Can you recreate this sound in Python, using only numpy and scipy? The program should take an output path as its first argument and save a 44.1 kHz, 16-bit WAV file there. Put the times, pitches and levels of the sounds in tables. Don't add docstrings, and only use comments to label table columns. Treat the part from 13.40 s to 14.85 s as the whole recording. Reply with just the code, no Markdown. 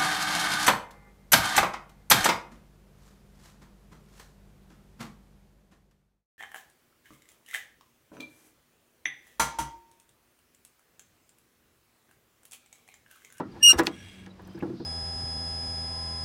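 import sys
import numpy as np
from scipy import signal
from scipy.fft import rfft, irfft
from scipy.io import wavfile

SR = 44100
rng = np.random.default_rng(int(sys.argv[2]) if len(sys.argv) > 2 else 0)


def master_out(mix):
    frames = np.transpose(np.atleast_2d(mix))
    ceiling = np.clip(frames, -1, 1)
    pcm = np.round(ceiling * 32767).astype(np.int16)
    wavfile.write(sys.argv[1], SR, pcm)


N = 63945
T = np.arange(N) / SR

# time in seconds, pitch in Hz.
SLIP_RATE = [(.228, 2830), (.243, 2836), (.254, 2866), (.259, 2888), (.267, 2886), (.272, 2825),
             (.277, 2836), (.293, 2831), (.308, 2822), (.328, 2818)]
# time in seconds, level in dB.
SLIP_LEVEL = [(.205, -70.5), (.224, -44.5), (.230, -14.5), (.237, -14), (.246, -15), (.266, -10.5),
              (.272, -15.5), (.280, -11), (.321, -14), (.327, -39.5), (.342, -42), (.385, -66.5)]
SLIP_HARMONICS = [0, -4.5, -10, -26, -25.5]
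# delay in seconds, gain in dB.
REFLECTIONS = [(.0031, -19), (.0074, -25.5), (0.0126, -21.5), (0.019, -37)]
# time in seconds, ring drive in dB, rattle drive in dB,
# bass corner in Hz, treble corner in Hz, build-up in seconds.
BLOWS = [(.002, -26, -27, 85, 1204, 0.006), (.093, -35, -54, 80, 496, 0.012),
         (0.166, -37.5, -47.5, 250, 1300, 0.023), (.335, -25, -27, 250, 2130, .008),
         (.393, -6.5, -17, 370, 2660, 0.0055), (.470, -15.5, -29, 300, 1190, 0.0014),
         (0.865, -38, -50, 195, 2480, 0.00084), (.995, -42.5, -46.5, 179, 1618, .001),
         (1.078, -37, -49.5, 198, 1000, 0.0025), (1.145, -24, -49.5, 82, 330, .001),
         (1.178, -43.5, -46, 200, 1810, .005), (1.225, -16.5, -27.5, 68.6, 780, 0.00076),
         (1.268, -21.5, -34.5, 70, 306, 0.0058), (1.298, -23, -27.5, 61, 280, 0.004),
         (1.331, -28.5, -48, 81, 330, .004), (1.401, -21, -30.5, 113.4, 394, 0.0013)]
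# frequency in Hz, relative level in dB, t60 in seconds.
PANEL_MODES = [(133.3, -9, .5), (177.6, -11, 0.36), (235.8, -18.5, 0.45), (286.2, -17, 0.25),
               (334.3, 3.5, 0.15), (401, -9.5, 0.097), (481.5, -9.5, .18), (774, -12.5, 0.16),
               (832.7, -4, 0.054), (997.5, -8.5, 0.093), (1473, -10.5, .07), (1681, -3.5, 0.069),
               (1905, -10, 0.067), (2214, -13, .07)]
# frequency in Hz, density in dB, t60 in seconds.
RATTLE_SPECTRUM = [(60, -21, 0.29), (153, -7.5, 0.75), (360, 6, .2), (480, -5.5, .17), (665, -7.5, 0.2),
                   (870, -3, 0.1178), (1250, -9, 0.23), (1708, -13, 0.19), (2570, -15.5, 0.11),
                   (6000, -11, 0.059), (15000, -17, 0.045)]
# peak time in seconds, level in dB, rise and t60 in seconds.
HINGE_SCRAPES = [(0.329, -36.5, 0.0041, 0.065), (0.391, -25.5, 0.0055, 0.046), (0.435, -49.5, 0.004, 0.076),
                 (0.468, -37.5, 0.0077, 0.042)]
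# frequency in Hz, relative density in dB.
SCRAPE_SPECTRUM = [(100, -32.5), (500, -20), (1300, 3.5), (3000, -2.5), (6000, -4), (10000, -7.5),
                   (15000, -14.5)]
# time in seconds, level in dB.
METAL_SNAPS = [(0.4693, -13), (0.863, -43)]
# frequency in Hz, relative density in dB.
SNAP_SPECTRUM = [(70, -28), (300, 2), (1000, -12), (2200, 6), (4000, -1), (6500, -8.5), (9000, -18),
                 (15000, -30)]
# time in seconds, level in dB.
HISS_LEVEL = [(.46, -75), (.51, -55), (.60, -53), (.72, -53), (.80, -56), (.86, -62.5), (.90, -75)]
# centre in Hz, width in Hz, relative level in dB.
HISS_MODES = [(1665, 37, 0.5), (2240, 300, 3), (2785, 61, -1), (3286, 53, 2), (3740, 300, -6.5),
              (5070, 200, -25), (6000, 290, -11.5), (7870, 880, -13), (8100, 610, -7), (10350, 380, -13.5)]
# time in seconds, level in dB.
DEBRIS_TICKS = [(1.020, -59.5), (1.074, -51.5), (1.136, -62), (1.191, -54), (1.229, -58)]
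# peak time and half-length in seconds,
# centre and half-width in Hz, level in dB.
RUBS_SQUEALS_TICKS = [(.221, .016, 1735, 60, -49), (.595, .07, 5660, 35, -61),
                      (1.052, .006, 6000, 350, -62), (1.12, .045, 3130, 60, -66),
                      (1.158, .005, 6000, 350, -60), (1.209, .010, 2350, 600, -50),
                      (1.41, .08, 4400, 1300, -60)]
# peak time in seconds, pitch in Hz, level in dB.
BIRD_CHIRPS = [(.122, 4730, -62.5), (.652, 4920, -65), (.698, 4870, -66), (.742, 4940, -65.5),
               (.912, 3910, -59.5), (1.058, 5010, -71), (1.105, 4980, -64.5), (1.156, 5010, -64),
               (1.428, 4970, -65)]
# frequency in Hz, level in dB.
MACHINE_TONES = [(95.5, -58), (189.5, -54.5)]
# frequency in Hz, relative density in dB.
RUMBLE_SPECTRUM = [(25, -39.5), (45, -6), (86, -7.5), (200, -8), (350, -12.5), (450, -18), (760, -22.5),
                   (1400, -26.5), (2000, -29.5), (2750, -32.5), (4900, -34.5), (7000, -43), (16000, -53)]
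# time in seconds, level in dB.
RUMBLE_LEVEL = [(0, -56), (.2, -48), (.6, -53.5), (.95, -53.5), (1.1, -50), (1.3, -49), (1.45, -54.5)]


def from_db(db):
    return 10 ** (np.asarray(db) / 20)


def curve(rows):
    return np.interp(T, *np.transpose(rows))


def gain_curve(rows):
    return from_db(curve(rows)) * (T > rows[0][0]) * (T < rows[-1][0])


def shaped(gain):
    hz = np.arange(N + 1) * SR / (2 * N) + 1e-3
    noise = irfft(rfft(rng.standard_normal(2 * N)) * gain(hz))[:N]
    return noise / np.sqrt(np.mean(noise ** 2) + 1e-20)


def at_hz(points, hz, column=1):
    table = np.array(points)
    return np.interp(np.log(hz), np.log(table[:, 0]), table[:, column])


def coloured(points):
    return shaped(lambda hz: from_db(at_hz(points, hz)))


def drift(rate_hz):
    return shaped(lambda hz: 1 / (1 + (hz / rate_hz) ** 2))


def wavering_phase(hz, spread_hz, rate_hz):
    return 2 * np.pi * np.cumsum(hz + spread_hz * drift(rate_hz)) / SR


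def swell(at, rise, t60):
    return np.exp(np.minimum((T - at) / rise, (at - T) * np.log(1000) / t60))


def bump(at, half_length):
    return np.exp(-2 * ((T - at) / half_length) ** 2)


def ring(force, hz, t60):
    radius, angle = np.exp(-np.log(1000) / (t60 * SR)), 2 * np.pi * hz / SR
    return signal.lfilter([0, np.sin(angle)], [1, -2 * radius * np.cos(angle), radius ** 2], force + 1e-18)


def contact(hz, thin_hz, dull_hz):
    return 1 / np.hypot(1, (hz / dull_hz) ** 2) / np.hypot(1, (thin_hz / hz) ** 2)


def hinge_squeak(second_hz=1538, jitter_hz=7.1, shimmer_db=1.25):
    second_mode = swell(.309, rise=.013, t60=.076) * np.sin(wavering_phase(second_hz, jitter_hz, 160))
    phase = wavering_phase(curve(SLIP_RATE), jitter_hz, 160)
    phase += .17 * second_mode + .007 * drift(700)
    tone = sum(from_db(db + shimmer_db * np.sqrt(k) * drift(60)) * np.sin(k * phase)
               for k, db in enumerate(SLIP_HARMONICS, 1))
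    direct = np.sqrt(2) * (gain_curve(SLIP_LEVEL) * tone + from_db(-33) * second_mode)
    return direct + sum(from_db(db) * np.interp(T - delay, T, direct) for delay, db in REFLECTIONS)


def bonnet_ring(gain_db=-9.5, chatter_db=-26, lag_at_1khz_s=.002047):
    forces, out = [], 0
    for at, db, _, thin_hz, dull_hz, rise in BLOWS:
        force = from_db(chatter_db) * swell(at, rise, t60=.0073) * rng.standard_normal(N)
        force[int(at * SR)] += 1
        forces.append((from_db(db) * force, thin_hz, dull_hz))
    for k, (hz, db, t60) in enumerate(PANEL_MODES):
        drive = sum(force * contact(hz, thin_hz, dull_hz) * from_db(rng.normal(0, 1))
                    for force, thin_hz, dull_hz in forces)
        lag = lag_at_1khz_s * np.sqrt(1000 / hz)
        mode = np.interp(T - lag, T, ring(drive, hz, t60))
        out += (-1) ** k * from_db(gain_db + db) * mode
    return out


def bonnet_rattle():
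    out = 0
    edges = 45 * 2 ** np.arange(0, 8.6, .5)
    for low, high in zip(edges, edges[1:]):
        hz = np.sqrt(low * high)
        band = shaped(lambda f: (f > low) & (f <= high)) * np.sqrt((high - low) / 1000)
        t60 = at_hz(RATTLE_SPECTRUM, hz, column=2)
        power = sum((from_db(db) * contact(hz, thin_hz, dull_hz) * swell(at, rise, t60)) ** 2
                    for at, _, db, thin_hz, dull_hz, rise in BLOWS)
        out += from_db(at_hz(RATTLE_SPECTRUM, hz)) * band * np.sqrt(power)
    return out


def panel_flex(at=.358, hz=71.8):
    return from_db(-28.5) * swell(at, rise=.0027, t60=.21) * np.sin(2 * np.pi * hz * (T - at))


def hinge_scrapes(grain_db=3):
    envelope = sum(from_db(db) * swell(at, rise, t60) for at, db, rise, t60 in HINGE_SCRAPES)
    return envelope * coloured(SCRAPE_SPECTRUM) * from_db(grain_db * drift(600))


def metal_snaps(tail_db=-19):
    envelope = sum(from_db(db) * (swell(at, 1e-4, t60=.008) + from_db(tail_db) * swell(at, 1e-4, t60=.079))
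                   for at, db in METAL_SNAPS)
    return envelope * coloured(SNAP_SPECTRUM)


def sliding_hiss(grain_db=1.5):
    hiss = shaped(lambda f: np.sqrt(sum(
        from_db(db) ** 2 / width / (1 + ((f * f - hz * hz) / (f * width)) ** 2)
        for hz, width, db in HISS_MODES)))
    return gain_curve(HISS_LEVEL) * hiss * from_db(grain_db * drift(140))


def debris_ticks(bright_hz=10940):
    envelope = sum(from_db(db) * swell(at, rise=2e-4, t60=.015) for at, db in DEBRIS_TICKS)
    return envelope * shaped(lambda f: np.minimum(f / bright_hz, 1))


def rubs_squeals_ticks():
    return sum(from_db(db) * bump(at, half_length) * shaped(lambda f: (1 + ((f - hz) / width) ** 2) ** -2)
               for at, half_length, hz, width, db in RUBS_SQUEALS_TICKS)


def distant_birds(fall_hz_per_s=12000):
    waver = wavering_phase(0, spread_hz=70, rate_hz=200)
    out = 0
    for at, hz, db in BIRD_CHIRPS:
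        glide = 2 * np.pi * (T - at) * (hz - fall_hz_per_s * (T - at) / 2)
        out += from_db(db) * bump(at, half_length=.013) * np.sin(glide + waver)
    return np.sqrt(2) * out


def distant_machine(waver_db=2.5):
    return np.sqrt(2) * sum(
        from_db(db + waver_db * drift(4.8)) * np.sin(wavering_phase(hz, spread_hz=2, rate_hz=8))
        for hz, db in MACHINE_TONES)


def open_air():
    return from_db(curve(RUMBLE_LEVEL)) * coloured(RUMBLE_SPECTRUM)


def scene():
    bonnet = hinge_squeak() + bonnet_ring() + bonnet_rattle() + panel_flex()
    contacts = hinge_scrapes() + metal_snaps() + sliding_hiss() + debris_ticks() + rubs_squeals_ticks()
    background = distant_birds() + distant_machine() + open_air()
    return (bonnet + contacts + background)[None]


def record(dry, low_cut_hz=45, high_cut_hz=16000):
    low_cut = signal.butter(2, low_cut_hz, "high", fs=SR, output="sos")
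    high_cut = signal.ellip(10, .2, 80, high_cut_hz, fs=SR, output="sos")
    return signal.sosfilt(high_cut, signal.sosfilt(low_cut, dry))


dry = scene()
out = record(dry)
master_out(out)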